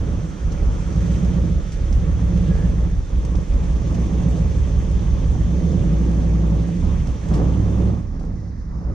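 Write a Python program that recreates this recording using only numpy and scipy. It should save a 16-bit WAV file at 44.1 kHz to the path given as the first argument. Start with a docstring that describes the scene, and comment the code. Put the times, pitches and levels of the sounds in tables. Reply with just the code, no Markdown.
"""A V8 petrol car labours at low revs, the throttle dabbed again and again, until the driver lifts off.
Exhaust: multiples of the cycle boom, uneven firing pulses ring the pipes, gas roars as noise, tailpipe pops ring.
Engine bay: banded hiss, a fading rough band, one rising squeal. Low tones hum at steady pitch.
Crackle bursts are leaves and grit crunching; steady banded noise is the night in the yard.
A small two-port microphone stands a few steps from the car's side."""
import sys
import numpy as np
from scipy import signal
from scipy.fft import rfft, irfft, next_fast_len
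from scipy.io import wavfile
from scipy.ndimage import uniform_filter1d

SR = 44100
rng = np.random.default_rng(int(sys.argv[2]) if len(sys.argv) > 2 else 0)


def generate_wav(signal):
    """Clip the signal to [-1, 1] and save it as 16-bit WAV at the path in sys.argv[1]."""
    frames = np.transpose(np.atleast_2d(signal))
    scaled = np.clip(frames, -1, 1) * 32767
    pcm = np.round(scaled).astype(np.int16)
    wavfile.write(sys.argv[1], SR, pcm)


N = 394246
CUTOFF_HZ = 15100


def from_db(db):
    """Gain of a level in dB."""
    return 10 ** (np.asarray(db) / 20)


def rms_one(x):
    """Scaled to unit rms."""
    return x / np.sqrt(np.mean(x ** 2) + 1e-20)


def in_time(rows):
    """Columns of a curve table, one value a sample."""
    time_s, *columns = np.transpose(rows)
    return [np.interp(np.arange(N) / SR, time_s, column) for column in columns]


def at_hz(points, hz):
    """A spectrum table read on a log-frequency axis."""
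    points = np.array(points)
    return np.interp(np.log(hz), np.log(np.maximum(points[:, 0], 1)), points[:, 1])


def drift(rate_hz):
    """Slow chance of spread 1: noise through a double one-pole low-pass, run at SR / 40."""
    r = np.exp(-80 * np.pi * rate_hz / SR)
    noise = rng.standard_normal(N // 40 + 2002)
    slow = signal.lfilter([1], [1, -2 * r, r * r], noise)[2000:]
    return np.interp(np.arange(N) / 40, np.arange(len(slow)), rms_one(slow))


def resonance(x, hz, width_hz):
    """Two-pole band-pass, gain 1 on top."""
    r = np.exp(-np.pi * width_hz / SR)
    poles = [1, -2 * r * np.cos(2 * np.pi * hz / SR), r * r]
    return signal.lfilter(np.array([1, 0, -1]) * (1 - r * r) / 2, poles, x)


def white():
    """Two unrelated (mid, side) noises."""
    return rng.standard_normal((2, 2, N))


# left-right likeness: pitch_hz, likeness (0 to 1)
LIKENESS = [(60, 0.9), (250, 0.97), (500, 0.57), (1000, .75), (2000, 0.56), (4000, 0.63), (8000, 0.13),
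            (12000, 0.34)]


def two_ports(mid, side, hz):
    """Left and right as alike as the pitch allows: shared mid, opposed side."""
    alike = np.clip(at_hz(LIKENESS, hz), 0, 1)
    return np.sqrt(1 + alike) * mid + np.sqrt(1 - alike) * side * [[1], [-1]]


def narrow(hz, width_hz):
    """Two-port noise passed twice through one resonance; rms 1."""
    once = resonance(rng.standard_normal((2, N)), hz, width_hz)
    mid, side = resonance(once, hz, width_hz)
    return rms_one(two_ports(mid, side, hz))


def banded(source, spectrum, patchy_db):
    """Bands of a (mid, side) source, each with its own level, flicker and likeness; rms 1."""
    low_hz, top_hz = spectrum[0][0], min(spectrum[-1][0], CUTOFF_HZ)
    count = round(2.5 * np.log2(top_hz / low_hz))  # 2.5 bands an octave
    edges_hz = np.geomspace(low_hz, top_hz, count + 1)
    out, together = 0, drift(1.9)
    for k, band_hz in enumerate(zip(edges_hz, edges_hz[1:])):
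        band = signal.butter(2, band_hz, "band", fs=SR, output="sos")
        mid, side = signal.sosfilt(band, source[k % 2])
        hz = np.sqrt(band_hz[0] * band_hz[1])
        flicker_db = patchy_db * (0.4 * together + drift(18.0))
        out = out + from_db(at_hz(spectrum, hz) + flicker_db) * two_ports(mid, side, hz)
    return rms_one(out)


# steady background: pitch_hz, relative density_db (per Hz)
NIGHT = [(880, -35.5), (1500, -4.5), (1640, 6), (2300, -22.5), (3350, -25), (4630, -8), (4760, -14),
         (5690, -6.5), (7750, -30.5), (10100, -60.5), (17000, -120)]
NIGHT_DB = -59


def night_air():
    """Steady background noise in flickering bands."""
    return from_db(NIGHT_DB) * banded(white(), NIGHT, patchy_db=1.5)


# crunches of leaves and grit: start_s, level_db, decay_s (to 1/e)
CRUNCHES = [(0.5194, -32, .012), (0.7494, -38, .01), (1.2462, -31.5, .012), (1.7194, -33, 0.024),
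            (1.926, -28.5, 0.0083), (2.373, -34, .01), (2.6636, -42, .008), (3.2494, -32, 0.0098),
            (3.3528, -34, .01), (3.5379, -34, 0.0078), (3.634, -36, 0.0097), (3.9441, -34, .01),
            (4.9121, -35, .01), (5.7192, -35, 0.011), (7.0694, -31.5, .012), (7.2848, -30.5, .01),
            (7.337, -30.5, 0.033), (8.1944, -41.5, .012), (8.2305, -46, 0.0082), (8.2484, -44, .01)]
# crunch colour: pitch_hz, relative density_db (per Hz)
GRIT = [(900, -5.5), (2500, 0.5), (4200, -4.5), (6200, 3.5), (8500, -10.5), (13000, -29), (15000, -35)]
CRUNCH_RISE_S, CRACKLE_CREST_DB = .0015, 10


def crunches(hiss_db):
    """Sharp bursts of dense uneven crackle; small random ones follow the hiss level."""
    swell, since_s = np.zeros(N), np.arange(6000) / SR
    for start_s, level_db, decay_s in CRUNCHES:
        shape = np.minimum(since_s / CRUNCH_RISE_S, 1) * np.exp(-since_s / decay_s)
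        swell[round(start_s * SR):][:6000] += from_db(level_db - CRACKLE_CREST_DB) * shape
    starts = rng.random(N) < 9.0 / SR  # 9 a second on average
    small = starts * from_db(hiss_db - 11.5 + 4.2 * np.minimum(rng.exponential(1, N), 3))
    swell += signal.lfilter([1], [1, -np.exp(-1 / (0.0033 * SR))], small + 1e-18)
    crackle = white() * from_db(2.5 * np.minimum(rng.exponential(1, N), 4))
    return swell * banded(crackle, GRIT, patchy_db=2.0)


# hiss colour: pitch_hz, relative density_db (per Hz)
HISS = [(1500, -6), (1700, 5), (2080, 2), (2720, 2), (3250, 0.5), (3810, 0), (4720, -12), (5940, -1.5),
        (7750, -9), (10100, -21), (12500, -43), (15000, -54)]
# narrow hiss bands: pitch_hz, width_hz (each pass), level_db (re hiss), waver_db
WHINES = [(3160, 85, -16.5, 2.5), (3265, 60, -20, 2.5), (3560, 60, -17, 2.5), (6100, 1300, -5.5, .8)]
# rough band that fades and returns: time_s, level_db
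RING_LEVEL = [(0, -52), (.8, -50.5), (1.5, -54), (1.9, -53), (2.6, -57), (3.1, -57.5), (4.0, -66),
              (7.9, -71), (8.15, -82), (8.22, -61), (8.38, -80), (8.62, -62), (8.94, -56)]
RING_HZ, RING_WIDTH_HZ = 1310, 330
# brief rising squeal: time_s, pitch_hz, level_db
SQUEAL = [(2.44, 1572, -73), (2.5, 1623, -55), (2.53, 1657, -51), (2.57, 1720, -53), (2.62, 1699, -53),
          (2.68, 1760, -57), (2.76, 1759, -78)]
SQUEAL_HZ, SQUEAL_WIDTH_HZ, SQUEAL_HISS_DB = 1670, 200, 0  # rough band around the squeal


def engine_bay(hiss_db):
    """Belts, fan and valve gear blur into hiss with narrow bands; a lower band fades, one squeal rises."""
    hiss = banded(white(), HISS, patchy_db=1.6)
    for hz, width_hz, level_db, waver_db in WHINES:
        hiss = hiss + from_db(level_db + waver_db * drift(1.2)) * narrow(hz, width_hz)
    ring = from_db(in_time(RING_LEVEL)[0]) * narrow(RING_HZ, RING_WIDTH_HZ)
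    squeal_hz, squeal_db = in_time(SQUEAL)
    unsteady_hz = squeal_hz + 12 * drift(30)
    tone = np.sqrt(2) * np.sin(2 * np.pi * np.cumsum(unsteady_hz) / SR)
    squeal = tone + from_db(SQUEAL_HISS_DB) * narrow(SQUEAL_HZ, SQUEAL_WIDTH_HZ)
    return from_db(hiss_db) * hiss + from_db(squeal_db) * squeal + ring


# steady low tones: pitch_hz, level_db (re hum level)
HUM_TONES = [(34.5, 2.5), (69, -5), (103.5, 0), (173, -9.5), (259, -16)]
# hum level: time_s, level_db (added to the engine's share)
HUM_LEVEL = [(0, 5), (.2, 7), (.32, -0.5), (.45, -1), (.7, -1), (1.0, -4), (1.5, -5), (1.9, 2), (2.3, 1),
             (2.7, 4), (3.2, 1), (4.0, -1.5), (4.6, -0.5), (5.0, -5), (5.4, 3), (6.0, -6), (7.0, -7),
             (7.8, -6.5), (8.1, -4), (8.94, -7.5)]


def hum(swing_db):
    """Low tones hold their pitch while the revs move, and waver in level."""
    time_s, (level_db,) = np.arange(N) / SR, in_time(HUM_LEVEL)
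    out = 0
    for hz, tone_db in HUM_TONES:
        gain = from_db(level_db + swing_db + tone_db + 2.8 * drift(2.0))
        out = out + gain * np.sin(2 * np.pi * (hz * time_s + rng.random()))
    return out


# dabs of throttle: pressed_s, released_s, boom_db, harshness_db, jolt_db
DABS = [(0.0, 0.19, -20.5, 0.5, 1), (0.455, 0.63, -20.5, -0.5, 0.5), (0.624, 0.74, -17, -0.5, 1.5),
        (0.902, 1.48, -18.5, 1.5, -1.5), (1.52, 1.6, -18.5, 0.5, -4), (1.805, 2.88, -18, -0.3, -1.5),
        (2.873, 2.98, -20, -3, -1.5), (3.15, 3.37, -18, 1, -3), (3.525, 3.84, -17.5, -0.5, 3),
        (3.9, 4.46, -18.5, 2, 2), (4.49, 5.52, -17.5, 0, -1.5), (5.547, 5.97, -19.5, 4, -2),
        (5.872, 6.6, -17, 0, 0), (6.828, 7, -17.5, -5.5, 6.5), (7.081, 7.078, -16.5, -4.5, 3.5),
        (7.192, 7.04, -15.5, -2, -1), (7.31, 7.75, -17, 0.5, 6), (7.533, 7.89, -17.5, 2.5, -2),
        (7.97, 8.01, -25, -6, 3), (8.13, 8.16, -24, -7, 1.5), (8.2, 8.33, -24, -4.5, -2.5),
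        (8.39, 8.43, -26, -8.5, -0.5), (8.72, 9.3, -25.5, -9.5, 3.5), (8.86, 8.943, -21.5, -3, -2.5)]
RISE_DB_PER_S, FALL_DB_PER_S, COAST_DB = 138, 94, -29
FULL_DB = -18  # reference load
JOLT_S = 0.2  # to 1/e


def throttle():
    """Load (dB re full) and harshness from the strongest dab; each dab adds a dying jolt."""
    time_s = np.arange(0, N / SR + .002, .002)[:, None]
    pressed_s, released_s, boom_db, harsh_db, jolt_db = np.transpose(DABS)
    before_s, after_s = np.maximum(pressed_s - time_s, 0), np.maximum(time_s - released_s, 0)
    ramps_db = boom_db - RISE_DB_PER_S * before_s - FALL_DB_PER_S * after_s
    load_db = np.maximum(ramps_db.max(axis=1), COAST_DB) - FULL_DB
    harshness_db = uniform_filter1d(harsh_db[ramps_db.argmax(axis=1)], size=30)
    decay = np.exp(-np.maximum(time_s - pressed_s, 0) / JOLT_S) * (time_s >= pressed_s)
    jolts_db = np.sum(jolt_db * decay, axis=1)
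    return in_time(np.column_stack([time_s, load_db, harshness_db, jolts_db]))


# firings in order: level_db, pipe_delay_ms
CYLINDERS = [(-1.5, 1.34), (-3, 3.96), (-4, 0.77), (1, 0.31), (-11.5, 4.42), (-2, 3.27), (-3.5, 1.31),
             (-1.5, 3.13)]


def firings(cycles, spread_db, jitter_s):
    """Eight clicks a cycle; each cylinder has its own strength and pipe delay, plus chance."""
    count = np.floor(8 * cycles).astype(int)
    at = np.flatnonzero(np.diff(count))
    level_db, delay_ms = np.array(CYLINDERS)[count[at] % 8].T
    chance = rng.standard_normal((1200, 2))[:len(at)]
    delay_s = delay_ms / 1000 + jitter_s * chance[:, 0]
    arrive = at + (SR * delay_s).astype(int)
    clicks = np.zeros(N)
    clicks[np.clip(arrive, 0, N - 1)] = from_db(level_db + spread_db * chance[:, 1])
    return clicks


# exhaust gas colour: pitch_hz, relative density_db (per Hz)
ROAR = [(14, -15), (28, -9), (60, -18), (108, -10), (182, -13), (242, -15.5), (403, -24), (557, -25),
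        (628, -29.5), (760, -41)]
# body panels and intake colour: pitch_hz, relative density_db (per Hz)
RATTLE = [(380, -37.5), (650, -2), (732, 1), (798, -0.5), (983, 3), (1470, -19.5), (1800, -25.5),
          (2340, -50.5), (3960, -120)]


def gas_roar(clicks, roar_db, rattle_db):
    """Turbulent gas noise, lightly puffed by each firing, and the car's shell buzzing along."""
    puffs = signal.lfilter([1], [1, -np.exp(-1 / (0.0027 * SR))], clicks)
    gas = white() * (1.5 + puffs)
    roar = from_db(roar_db) * banded(gas, ROAR, patchy_db=1.0)
    return roar + from_db(rattle_db) * banded(gas, RATTLE, patchy_db=1.0)


# tailpipe pops: start_s, level_db
POPS = [(0.941, -27.5), (2.194, -26), (2.554, -26.5), (3.349, -24.5), (5.353, -27), (6.69, -24),
        (7.4, -18.5), (7.418, -22.5), (7.922, -30), (8.211, -29.5), (8.24, -31), (8.278, -36), (8.432, -43),
        (8.815, -35), (8.874, -35), (8.9, -29)]
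# modes a pop rings: pitch_hz, level_db, t60_s
TAILPIPE = [(180, -8, 0.13), (301, -2, 0.06), (454, -6.5, 0.065), (562, -8, 0.046), (734, -7.5, 0.034),
            (1030, -14.5, 0.017)]
POP_SOFT_HZ = 1800


def pops():
    """Unburnt gas pops ring decaying tailpipe modes, each with a chance strength, dulled on top."""
    start_s, pop_db = np.transpose(POPS)
    chance, out = rng.standard_normal((len(start_s), len(TAILPIPE))), 0
    for k, (hz, mode_db, t60_s) in enumerate(TAILPIPE):
        clicks = np.full(N, 1e-18)
        clicks[(start_s * SR).astype(int)] = from_db(pop_db + mode_db + 2 * chance[:, k])
        r, w = from_db(-60 / (t60_s * SR)), 2 * np.pi * hz / SR
        out = out + signal.lfilter([0, np.sin(w)], [1, -2 * r * np.cos(w), r * r], clicks)
    return signal.sosfilt(signal.butter(2, POP_SOFT_HZ, fs=SR, output="sos"), out)


# 12th to 34th multiple of the cycle: level_db (re one firing a cycle)
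GROWL_DB = [6, 10.5, 19.5, 16, 11.5, 11, 13.5, 10, 10.5, 12.5, 15.5, 14.5, 16.5, 15.5, 7, 15.5, 7.5, 10.5,
            5, 9.5, 15, 4, 7]


def growl(cycles, cycles_hz):
    """The regular part of the firing: upper multiples of the cycle, scaled like a pulse train's."""
    tones = 0
    for k, level_db in enumerate(GROWL_DB, 12):
        gain = from_db(level_db + 1.5 * drift(2))
        tones = tones + gain * np.sin(2 * np.pi * (k * cycles + rng.random()))
    return 2 * cycles_hz / SR * tones


# upper pipe modes: pitch_hz, width_hz (each pass), gain_db
PIPES = [(114.4, 5.5, -12), (143, 30, -5.5), (162.2, 19.5, 2), (178.9, 25, 1), (207, 26, -11),
         (258.6, 17, -13), (324, 55.5, -10.5), (444.8, 26, -11.5), (497.5, 35, -14.5), (563.7, 32, -11.5)]
# level of the ringing pipes: time_s, level_db
BARK_LEVEL = [(0.0, -31.5), (0.25, -27.5), (0.37, -41), (0.55, -28.5), (0.74, -33.5), (1.04, -21.5),
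              (1.44, -22), (1.72, -35), (2.09, -24), (2.14, -30.5), (2.41, -18.5), (2.46, -22.5),
              (2.51, -19.5), (2.61, -23.5), (2.66, -22), (3.09, -38.5), (3.39, -25), (3.44, -35),
              (4.26, -21), (4.56, -28.5), (5.45, -26), (5.73, -19.5), (6.37, -24.5), (6.4, -22), (6.6, -23),
              (6.75, -21.5), (7.24, -35.5), (7.34, -19), (7.37, -30), (7.42, -19.5), (7.77, -31),
              (7.79, -20), (7.87, -28), (7.95, -32), (8.1, -36.5), (8.25, -32), (8.45, -35.5), (8.64, -39),
              (8.81, -32), (8.94, -38.5)]


def bark(pulses):
    """Firing pulses ring the upper pipe modes; their level is evened, then follows BARK_LEVEL."""
    rung = 0
    for k, (hz, width_hz, gain_db) in enumerate(PIPES):
        once = resonance(pulses + 1e-18, hz, width_hz)
        rung = rung + (-1) ** k * from_db(gain_db) * resonance(once, hz, width_hz)
    level = np.sqrt(uniform_filter1d(rung ** 2, SR // 4) + 1e-12)
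    return from_db(in_time(BARK_LEVEL)[0]) * rung / level


# 3rd to 22nd multiple of the cycle: relative level_db
ORDERS_DB = [-30, -35.5, -31, -30, -31.5, -14.5, -25, -33, -17, -24, -29, -23, -26.5, -22, -27, -23.5, -31,
             -30.5, -27.5, -29]
# what the low pipes pass: pitch_hz, gain_db
SILENCER = [(20, -24), (28, -16), (34, -3.5), (40, -6.5), (48, -2), (58, -1), (66, -2), (74, -2), (82, -12),
            (92, -21.5), (99, -15.5), (104, -4.5), (112, -8), (135, -24.5), (160, -10), (180, -15.5),
            (230, -16.5)]
# firing pattern shifts: time_s, fifth_db, eighth_db, third_and_sixth_db
PATTERN = [(0, -17, -12, -5), (.5, 0, -0.5, -5), (.9, -1, -2.5, -5), (1.5, -2, -4.5, -5),
           (1.7, -3, 3.5, -5), (1.9, -3, -4.5, -5), (2.3, 4, -2.5, -5), (2.8, 4, -0.8, -5),
           (3.05, -1.5, -4, -5), (3.5, -2, -2, -5), (3.9, -1, -1.5, -5), (4.5, -5.5, -5.5, -8),
           (5.4, 2.5, -3, -8), (5.75, 0, 0, -8), (5.9, 18, -5, -8), (6.7, 16, -1, -8), (6.8, 2, 1, 14),
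           (7.25, 8, -2.5, 14), (7.35, 17, -6, -5), (7.55, 12.5, 4, -8), (7.88, 20, 2, -5),
           (8.0, 5, -8, 14), (8.2, 5, -3, 8), (8.45, 12, 3.5, -3), (8.65, 13, -9, 10), (8.94, 5.5, -2, 12)]
# shift of the 11th multiple: time_s, eleventh_db
ELEVENTH = [(0, 2.5), (.8, -3.5), (1.1, -5), (1.8, -2), (2.05, 2), (2.3, -3), (2.9, -3), (3.3, 3),
            (3.65, 1), (4.1, -5.5), (4.7, 0), (5.3, 0), (5.6, -6), (8.94, -2)]
LUMP_DB = .6  # unevenness


def boom(cycles, cycles_hz, load_db):
    """Two unevenly firing banks: cycle multiples, shaped by silencer resonances, under one load level."""
    fifth_db, eighth_db, thirds_db = in_time(PATTERN)
    shifts_db = {3: thirds_db, 5: fifth_db, 6: thirds_db, 8: eighth_db, 11: in_time(ELEVENTH)[0]}
    tones, power = 0, 0
    for k, order_db in enumerate(ORDERS_DB, 3):
        passed_db = at_hz(SILENCER, k * cycles_hz)
        gain = from_db(order_db + shifts_db.get(k, 0) + passed_db + drift(2.2))
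        tones = tones + gain * np.sin(2 * np.pi * (k * cycles + rng.random()))
        power = power + gain ** 2 / 2
    return from_db(FULL_DB + load_db + LUMP_DB * drift(11.0)) * tones / np.sqrt(power)


# echoes off the building: delay_s, level_db (halved in amplitude at each port)
WALL_ECHOES = [(.019, -11), (.034, -13), (.057, -16)]


def walls(x):
    """A few echoes off the building, of opposite sign at the two ports; the end wraps to the start."""
    echo = sum(from_db(level_db) * np.roll(x, round(delay_s * SR)) for delay_s, level_db in WALL_ECHOES)
    return x + echo * [[.5], [-.5]]


# engine speed, sagging between dabs: time_s, four_stroke_cycle_hz
SPEED = [(0.0, 5.87), (0.3, 6.5), (0.5, 4.56), (0.65, 4.38), (0.82, 5.83), (1.0, 7.2), (1.2, 7.54),
         (1.42, 7.36), (1.57, 6.35), (1.77, 4.56), (1.94, 4.3), (2.04, 6.3), (2.14, 6.5), (2.29, 7.6),
         (2.39, 7.7), (2.54, 6.47), (2.62, 7.05), (2.9, 7.1), (3.09, 4.47), (3.25, 5.6), (3.37, 5.75),
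         (3.51, 4.74), (3.73, 5.3), (3.96, 7.47), (4.11, 7.56), (4.3, 7.3), (4.53, 6.47), (4.7, 5.96),
         (4.95, 5.62), (5.28, 5.96), (5.55, 7.9), (5.8, 9.7), (6.0, 12.1), (6.2, 11.85), (6.5, 11.44),
         (6.72, 12.4), (6.85, 12.34), (7.0, 11), (7.22, 9.7), (7.32, 11.3), (7.45, 12.2), (7.6, 12.86),
         (7.84, 13.1), (8.0, 13.4), (8.17, 11.48), (8.27, 11.5), (8.4, 12.8), (8.55, 12.4), (8.7, 10.9),
         (8.94, 9.7)]
# engine-bay hiss: time_s, level_db
BAY_LEVEL = [(0, -51.5), (1.1, -47), (1.6, -51), (2.6, -48.5), (3.0, -53), (3.4, -50), (4.1, -48.5),
             (7.2, -49.5), (7.36, -48.5), (7.88, -51), (8.1, -64), (8.4, -69), (8.7, -85), (8.94, -79)]
# engine laws: reference_db, then dB per: load_db, cycle_hz, harshness_db, jolt_db
ROAR_LAW = (-28.5, 0.45, 0.4, 1.02, 0.76)
RATTLE_LAW = (-45, 0.5, 0.0, 0.6, 1.2)
HUM_LAW = (-30, 0.36, 0.0, -0.4, 0)
REFERENCE_CYCLE_HZ = 6.8


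def scene():
    """Night, ground, engine bay and exhaust, driven by one engine speed and throttle."""
    (cycles_hz,), (hiss_db,) = in_time(SPEED), in_time(BAY_LEVEL)
    load_db, harsh_db, jolt_db = throttle()
    state = np.array([np.ones(N), load_db, cycles_hz - REFERENCE_CYCLE_HZ, harsh_db, jolt_db])
    roar_db, rattle_db, hum_db = np.array([ROAR_LAW, RATTLE_LAW, HUM_LAW]) @ state
    cycles = np.cumsum(cycles_hz) / SR
    clicks = firings(cycles, spread_db=1.0, jitter_s=.00015)
    background = night_air() + crunches(hiss_db) + engine_bay(hiss_db)
    pipes = boom(cycles, cycles_hz, load_db) + bark(clicks + growl(cycles, cycles_hz))
    exhaust = walls(pipes + hum(hum_db) + pops())
    return background + gas_roar(clicks, roar_db, rattle_db) + exhaust


# port level: pitch_hz, left_minus_right_db
BALANCE_DB = [(30, -3.5), (110, -3.5), (200, -4), (360, -6), (660, -6.5), (1210, -3), (2200, -2.5),
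              (4010, -1), (7300, .8), (12000, 1)]
# port phase: pitch_hz, left_lead_rad
LEFT_LEADS = [(0, 0), (340, 0.1), (950, 1.6), (1550, 1.4), (2500, 0.4), (4220, 0.1), (5430, 0.8),
              (5680, 0.7), (7490, 2.5)]


def record(dry):
    """The two ports differ in level and phase by frequency; peaks are rounded, the top is cut."""
    margin = 4096
    size = next_fast_len(N + 2 * margin)
    hz = np.maximum(np.fft.rfftfreq(size, 1 / SR), 1)
    half = from_db(at_hz(BALANCE_DB, hz) / 2) * np.exp(.5j * at_hz(LEFT_LEADS, hz))
    heard = rfft(np.pad(dry, [(0, 0), (margin, margin)], "reflect"), size)
    ports = irfft(heard * np.array([half, 1 / half]), size)[:, margin:margin + N]
    rounded = 0.9 * np.tanh(ports / 0.93)
    return signal.sosfilt(signal.cheby2(12, 70, CUTOFF_HZ, fs=SR, output="sos"), rounded)


dry = scene()
out = record(dry)
generate_wav(out)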